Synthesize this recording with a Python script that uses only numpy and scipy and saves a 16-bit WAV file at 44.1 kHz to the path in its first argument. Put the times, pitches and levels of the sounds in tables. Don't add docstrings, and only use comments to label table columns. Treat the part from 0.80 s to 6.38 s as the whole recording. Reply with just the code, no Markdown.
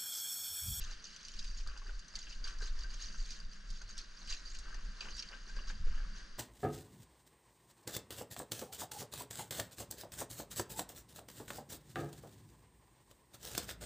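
import sys
import numpy as np
from scipy import signal
from scipy.fft import rfft, irfft
from scipy.io import wavfile
from scipy.ndimage import uniform_filter1d

SR = 44100
rng = np.random.default_rng(int(sys.argv[2]) if len(sys.argv) > 2 else 0)


def natural_amplitude(level_db):
    exponent = np.asarray(level_db, float) / 20
    return 10 ** exponent


def inscribe(sig):
    pcm = np.round(np.clip(np.atleast_2d(sig).T, -1, 1) * 32767)
    wavfile.write(sys.argv[1], SR, pcm.astype(np.int16))


N = 246122


def rms_one(x):
    return x / np.sqrt(np.mean(x ** 2) + 1e-20)


def peak_one(x):
    return x / np.max(np.abs(x))


def in_time(rows):
    s, *columns = np.transpose(rows)
    return [np.interp(np.arange(N) / SR, s, column) for column in columns]


def at_hz(points):
    hz, value = np.transpose(points)
    bins_hz = np.arange(N // 2 + 1) * SR / N
    return np.interp(np.log(bins_hz + 1), np.log(hz + 1), value)


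def colour(x, spectrum):
    cepstrum = irfft(np.log(natural_amplitude(at_hz(spectrum))), N)
    cepstrum[1:N // 2] *= 2
    cepstrum[N // 2 + 1:] = 0
    response = np.exp(rfft(cepstrum))
    return irfft(rfft(x) * response, N)


def band(x, low_hz, high_hz, order=2):
    sos = signal.butter(order, [low_hz, high_hz], "band", fs=SR, output="sos")
    return signal.sosfilt(sos, x)


def drift(corner_hz):
    r = np.exp(-2 * np.pi * corner_hz * 40 / SR)
    noise = rng.standard_normal(N // 40 + 2002)
    slow = signal.lfilter([1], [1, -2 * r, r * r], noise)[2000:]
    return np.interp(np.arange(N) / 40, np.arange(len(slow)), rms_one(slow))


def swells(floor_db, s, hold_s, peak_db, rise, fall):
    t = np.arange(0, N, 16) / SR
    power = 0
    for start, hold, db in zip(s, hold_s, peak_db):
        before = np.maximum(start - t, 0)
        after = np.maximum(t - start - hold, 0)
        power = power + natural_amplitude(2 * (db - rise * before - fall * after))
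    return np.sqrt(natural_amplitude(2 * floor_db) + np.interp(np.arange(N) / SR, t, power))


def ring(clicks, hz, t60):
    r, w = natural_amplitude(-60 / (t60 * SR)), 2 * np.pi * hz / SR
    return signal.lfilter([0, np.sin(w)], [1, -2 * r * np.cos(w), r * r], clicks + 1e-18)


def burst(rise_s, decay_s):
    t = np.arange(4000) / SR
    return rng.standard_normal(len(t)) * (1 - np.exp(-t / rise_s)) * np.exp(-t / decay_s)


def grains(per_s, low_hz, high_hz, cycles, spread_db, clump_db, fizz):
    clumps = natural_amplitude(clump_db * drift(25))
    sizes = natural_amplitude(spread_db * np.minimum(rng.exponential(1, N), 4)) * rng.choice([-1, 1], N)
    born = rng.random(N) < per_s * clumps / SR
    pitches = np.geomspace(low_hz, high_hz, 16)
    dealt = rng.integers(0, 16, N)
    rings = 0
    for k, hz in enumerate(pitches):
        clicks = sizes * born * (dealt == k)
        blips = ring(ring(clicks, hz, cycles / hz), hz, cycles / hz / 3)
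        rings = rings + rms_one(blips) * np.sqrt(hz)
    mid, side = rng.standard_normal((2, N))
    return rms_one(rings) + fizz * np.sqrt(clumps) * (mid + 0.17 * side * [[1], [-1]])


# (frequency [Hz], left-right correlation [0..1])
SIDE_LIKENESS = [(60, 0.58), (120, 0.97), (240, 0.43), (470, 0.15), (920, 0.19), (1830, 0.92), (3620, 0.64),
                 (7170, 1), (11000, 0.26)]


def room_noise(spectrum):
    alike = np.clip(at_hz(SIDE_LIKENESS), 0, 1)
    mid, side = rfft(rng.standard_normal((2, N)))
    pair = np.sqrt(1 + alike) * mid + np.sqrt(1 - alike) * side * [[1], [-1]]
    return rms_one(colour(irfft(pair, N), spectrum))


# (frequency [Hz], relative density [dB])
HISS_COLOUR = [(150, -20.5), (271, -4), (901, -12.5), (1030, -6.5), (1700, -2.5), (2380, -11),
               (4300, -10.5), (6500, -15), (7200, -22), (10200, -29), (11000, -53), (14000, -79.5)]
# (frequency [Hz], relative density [dB])
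DRONE_COLOUR = [(70, -68), (115, -6.5), (150, 5), (200, 6.5), (270, -8.5), (500, -51.5)]
# (time [s], hiss level [dB], drone level [dB])
BACKGROUND = [(0.0, -61.5, -71), (0.6, -64, -69), (1.2, -65.5, -73), (1.7, -62.5, -69.5),
              (2.9, -65.5, -68.5), (3.7, -63, -69.5), (4.3, -61, -63), (4.5, -62.5, -71.5),
              (4.9, -63.5, -63.5), (5.25, -60.5, -62.5), (5.58, -64.5, -74)]


def hum():
    hiss_db, drone_db = in_time(BACKGROUND)
    hiss = natural_amplitude(hiss_db + drift(5.8)) * room_noise(HISS_COLOUR)
    drone = natural_amplitude(drone_db + 2.25 * drift(8.4)) * room_noise(DRONE_COLOUR)
    return hiss + drone


# (time [s], sway level [dB])
SWAY_LEVEL = [(0.0, -42.5), (0.12, -44), (0.27, -56.5), (0.5, -47), (0.8, -38.5), (1.05, -42.5),
              (1.28, -66), (1.56, -42), (2.0, -38.5), (2.25, -41), (2.8, -50.5), (3.2, -46.5), (3.4, -58.5),
              (3.8, -39.5), (4.2, -52), (4.6, -51.5), (5.0, -44), (5.58, -50.5)]
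# (time [s], sway level [dB], knocking level [dB])
HEAD_JOLTS = [(0.02, -38, -51.5), (0.13, -54, -64), (0.88, -34.5, -54), (1.13, -34, -65),
              (1.35, -43.5, -74), (1.8, -47, -63), (2.39, -35, -71), (2.66, -41, -67), (2.909, -39.5, -80),
              (3.06, -60, -56.5), (3.5, -35.5, -70), (3.78, -40, -63), (4.07, -37.5, -61), (4.32, -40, -60),
              (4.752, -31.5, -72), (4.88, -37, -66), (5.0, -49, -48), (5.078, -23.5, -52.5),
              (5.21, -31, -54), (5.28, -37.5, -61)]


def rumble():
    s, sway_db, knock_db = np.transpose(HEAD_JOLTS)
    slopes = 217, 210
    sway_floor_db = in_time(SWAY_LEVEL)[0] + 2.0 * drift(2.0)
    knock_floor_db = -84.5 + 2.4 * drift(5.0)
    sway_gain = swells(sway_floor_db, s, 0 * s, sway_db, *slopes)
    knock_gain = swells(knock_floor_db, s, 0 * s, knock_db, *slopes)
    sway = band(rng.standard_normal(N + SR), 9.8, 31.8, order=2)[SR:]
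    knock = band(rng.standard_normal(N + SR), 42, 92, order=3)[SR:]
    sway = sway / (uniform_filter1d(np.abs(sway), size=2400) + 2.0 * np.std(sway))
    inertia = signal.butter(4, 44, fs=SR, output="sos")
    shake = signal.sosfilt(inertia, sway_gain * rms_one(sway)) + knock_gain * rms_one(knock)
    lead = 5 * np.gradient(shake) * natural_amplitude(5 * drift(4))
    return shake + lead * [[1], [-1]]


# (frequency [Hz], relative density [dB])
SPATTER_COLOUR = [(1000, -49), (1800, 3), (2300, -6.5), (3300, -5), (4200, 1), (5300, -3.5), (6700, -1),
                  (7200, -9.5), (8500, -9.5), (10200, -22.5), (11000, -29.5), (12500, -21), (14000, -92)]
# (frequency [Hz], relative density [dB])
SQUELCH_COLOUR = [(120, -17), (200, 3.5), (450, -5.5), (800, -11), (1150, 2), (1750, -2), (2200, -11.5),
                  (3000, -4), (4000, -34)]
# (time [s], spatter level [dB])
TRICKLE_LEVEL = [(0.0, -81), (0.3, -60.5), (0.62, -59.5), (0.9, -68.5), (1.3, -69), (1.5, -69), (1.9, -84),
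                 (2.3, -62.5), (2.5, -57), (2.7, -73.5), (3.3, -66.5), (3.9, -68), (4.2, -68),
                 (4.33, -60.5), (4.6, -68.5), (5.58, -74)]
# (start time [s], hold [s], spatter level [dB], squelch level [dB])
RUB_STROKES = [(0.013, 0.11, -56.5, -65), (0.25, 0.017, -73, -88), (0.626, .04, -61, -91),
               (0.777, 0.021, -59.5, -69.5), (0.887, 0.074, -72, -63), (1.07, 0.02, -64, -60.5),
               (1.354, 0.023, -58.5, -84), (1.41, 0.14, -61.5, -90), (1.654, 0.047, -56, -59.5),
               (1.822, 0.051, -55.5, -60.5), (1.982, 0.041, -59.5, -65.5), (2.107, 0.035, -57.5, -64),
               (2.197, 0.055, -54, -71), (2.293, 0.058, -81, -64.5), (2.519, 0.019, -56.5, -78),
               (2.731, 0.0058, -60.5, -87), (2.897, 0.092, -65, -76.5), (3.094, 0.016, -58.5, -70),
               (3.175, 0.017, -56, -68), (3.396, 0.03, -60.5, -63.5), (3.507, 0.015, -48, -61),
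               (3.657, 0.095, -60, -92), (3.85, 0.13, -86, -65), (4.217, 0.0063, -58.5, -59.5),
               (4.25, .05, -66, -59), (4.38, 0.013, -54.5, -79), (4.514, 0.011, -74, -56.5),
               (4.675, 0.016, -64, -64.5), (4.764, 0.059, -69, -60), (4.882, 0.0084, -55, -59),
               (5.055, 0.19, -77, -65), (5.356, 0.032, -64, -66.5)]


def wash():
    s, hold_s, spatter_db, squelch_db = np.transpose(RUB_STROKES)
    slopes = 500, 255
    squelch_floor_db = -76.5
    spatter = grains(1200, 2300, 7500, 45.0, spread_db=3.5, clump_db=2.5, fizz=1.05)
    squelch = grains(400, 400, 2800, 12.0, spread_db=3.0, clump_db=1.5, fizz=1.1)
    spatter_gain = swells(in_time(TRICKLE_LEVEL)[0], s, hold_s, spatter_db, *slopes)
    squelch_gain = swells(squelch_floor_db, s, hold_s, squelch_db, *slopes)
    return (spatter_gain * rms_one(colour(spatter, SPATTER_COLOUR))
            + squelch_gain * rms_one(colour(squelch, SQUELCH_COLOUR)))


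# (time [s], level [dB], pitch [Hz], lower plink re level [dB], mist re level [dB])
WATER_DROPS = [(0.0148, -32.5, 3750, -22, -30), (0.241, -31.5, 6060, -34, -29),
               (0.252, -33.5, 6400, -27, -29), (0.2672, -36, 4560, -25, -32),
               (0.362, -36, 6060, -18.5, -15), (0.4485, -31.5, 6100, -32, -34),
               (0.4828, -36, 5610, -16, -9.5), (0.5383, -37, 5540, -28, -20),
               (0.589, -32.5, 4870, -31, -29), (0.592, -28, 3900, -33, -30), (0.643, -49, 4360, -8, 1),
               (0.8005, -40, 4290, -17, -25), (0.8731, -34, 4340, -37, -15),
               (0.9748, -40.5, 4830, -33, -13), (1.1923, -39, 6800, -32, -15),
               (1.2815, -37.5, 6070, -42, -19), (1.354, -25.5, 4600, -32, -27),
               (1.359, -28.5, 4500, -34, -18), (1.3887, -30.5, 6700, -27, -19),
               (1.4278, -38.5, 6030, -15, -20), (1.467, -45, 4900, -5, -32),
               (1.5255, -38.5, 4800, -12, -34), (1.6413, -30, 4690, -30, -32), (1.648, -37, 3620, -23, -30),
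               (1.675, -31.5, 4500, -17, -16), (1.7855, -38, 5900, -36, -16), (1.8168, -38, 6200, -27, -14),
               (1.989, -38, 4400, -37, -17), (2.0343, -35, 4720, -28, -30), (2.5054, -31, 5720, -40, -19),
               (2.6005, -38, 4790, -37, -18), (2.903, -37, 5100, -35, -12), (3.016, -36.5, 6500, -38, -19),
               (3.0985, -45.5, 4800, -20, -28), (3.1787, -31, 3880, -24, -11),
               (3.474, -34.5, 4800, -16, -14), (3.503, -29, 4880, -31, -35), (3.524, -30, 4760, -18, -38),
               (3.7498, -45, 4580, -8, -5), (3.7874, -39.5, 6600, -23, -5.5), (3.944, -39, 6240, -27, -17),
               (4.2065, -27, 4730, -14.5, -32), (4.247, -45, 4960, -6, -31), (4.367, -35, 5000, -36, -12),
               (4.381, -31, 5600, -30, -27), (4.3922, -25, 5530, -33, -30), (4.397, -27, 4780, -30, -32),
               (4.4235, -30, 4450, -16, -21), (4.487, -36, 4600, -25, -27), (4.7644, -38, 4860, -33, -21)]


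def drops():
    out, t = np.zeros(N + 4000), np.arange(4000) / SR
    for s, level_db, hz, plink_db, mist_db in WATER_DROPS:
        tone = np.sin(2 * np.pi * hz * t) * np.exp(-t / .0035) * (1 - np.exp(-t / .0007))
        puff = burst(.0003, .004) + .25 * burst(.002, .015)
        spray = peak_one(band(puff, 3400, 6800, order=4))
        plink = peak_one(band(burst(0.00055, 0.013), 2350, 3240, order=3))
        mist = peak_one(band(burst(0.000083, 0.0064), 3520, 8100, order=3))
        drop = 0.24 * tone + 0.21 * spray + natural_amplitude(plink_db) * plink + natural_amplitude(mist_db) * mist
        i = round(s * SR)
        out[i:i + 4000] += natural_amplitude(level_db) * drop
    return out[:N]


# (time [s], level [dB], air pocket pitch [Hz])
HAND_SMACKS = [(0.094, -38.5, 1460), (0.864, -36, 1265), (0.932, -45.5, 1460), (1.017, -38, 1125),
               (1.092, -36.5, 1480), (1.339, -41, 1320), (1.371, -40.5, 2040), (1.47, -41, 1665),
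               (1.508, -40, 2650), (1.645, -45, 1540), (1.808, -36.5, 1578), (2.04, -38, 1580),
               (3.013, -36.5, 1496), (3.495, -45, 1570), (3.942, -36.5, 1765), (4.224, -38, 2590),
               (4.254, -36, 1490), (4.536, -35, 1560), (4.693, -40, 1598), (4.764, -37.5, 1622),
               (4.897, -30.5, 1680), (1.82, -34, 453), (5.067, -39.5, 464), (5.175, -36.5, 1733)]


def smacks():
    out = np.zeros(N + 4000)
    for s, level_db, hz in HAND_SMACKS:
        puff = peak_one(band(burst(0.00076, 0.016), 360, 2380))
        pocket = peak_one(ring(burst(0.0008, 0.0027), hz, 0.05))
        i = round(s * SR)
        out[i:i + 4000] += natural_amplitude(level_db) * (0.16 * puff + 0.19 * pocket)
    return out[:N]


def shop(x):
    t60_s, level_db = 0.06, -10.5
    t = np.arange(SR // 2) / SR
    tail = rng.standard_normal((2, len(t))) * natural_amplitude(-60 * t / t60_s) * (t > .004)
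    tail = signal.lfilter([1], [1, -.3], tail)
    tail = tail / np.sqrt(np.sum(tail ** 2) / 2)
    return natural_amplitude(level_db) * signal.fftconvolve(x, tail, axes=1)[:, :N]


# (frequency [Hz], width [Hz], boost [dB])
CAVITY_MODES = [(1545, 200, 5), (2870, 200, 5), (4740, 260, 10), (5570, 150, 4), (6090, 270, 4),
                (6560, 200, 3)]
# (frequency [Hz], left over right [dB])
PORT_LEVELS = [(60, 0.0), (100, -0.5), (170, -2.0), (300, -3.5), (500, -2.5), (860, -2.0), (1460, 3.0),
               (2480, 3.5), (3300, 2.5), (4400, -2.5), (5600, -1.5), (7170, 1.3)]
# (frequency [Hz], left ahead of right [rad])
PORT_LEADS = [(0, 0), (430, -0.1), (860, -0.5), (1120, -0.1), (1380, -0.1), (2500, -0.9), (2760, -1.0),
              (3010, -1.3), (3270, -0.9), (3700, -0.9), (4310, -0.1), (7320, 0.0)]


def housing(x):
    for hz, width_hz, boost_db in CAVITY_MODES:
        r = np.exp(-np.pi * width_hz / SR)
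        poles = [1, -2 * r * np.cos(2 * np.pi * hz / SR), r * r]
        peak = signal.lfilter([(1 - r * r) / 2, 0, (r * r - 1) / 2], poles, x)
        x = x + (natural_amplitude(boost_db) - 1) * peak
    left = natural_amplitude(at_hz(PORT_LEVELS) / 2) * np.exp(.5j * at_hz(PORT_LEADS))
    return irfft(rfft(x) * [left, 1 / left], N)


def scene():
    background = hum()
    shaking = rumble()
    hands = wash() + drops() + smacks()
    return housing(background + hands + shop(hands)) + shaking


def band_limit(x):
    return signal.sosfilt(signal.butter(12, 12770, fs=SR, output="sos"), x)


def record(dry):
    return band_limit(dry)


dry = scene()
out = record(dry)
inscribe(out)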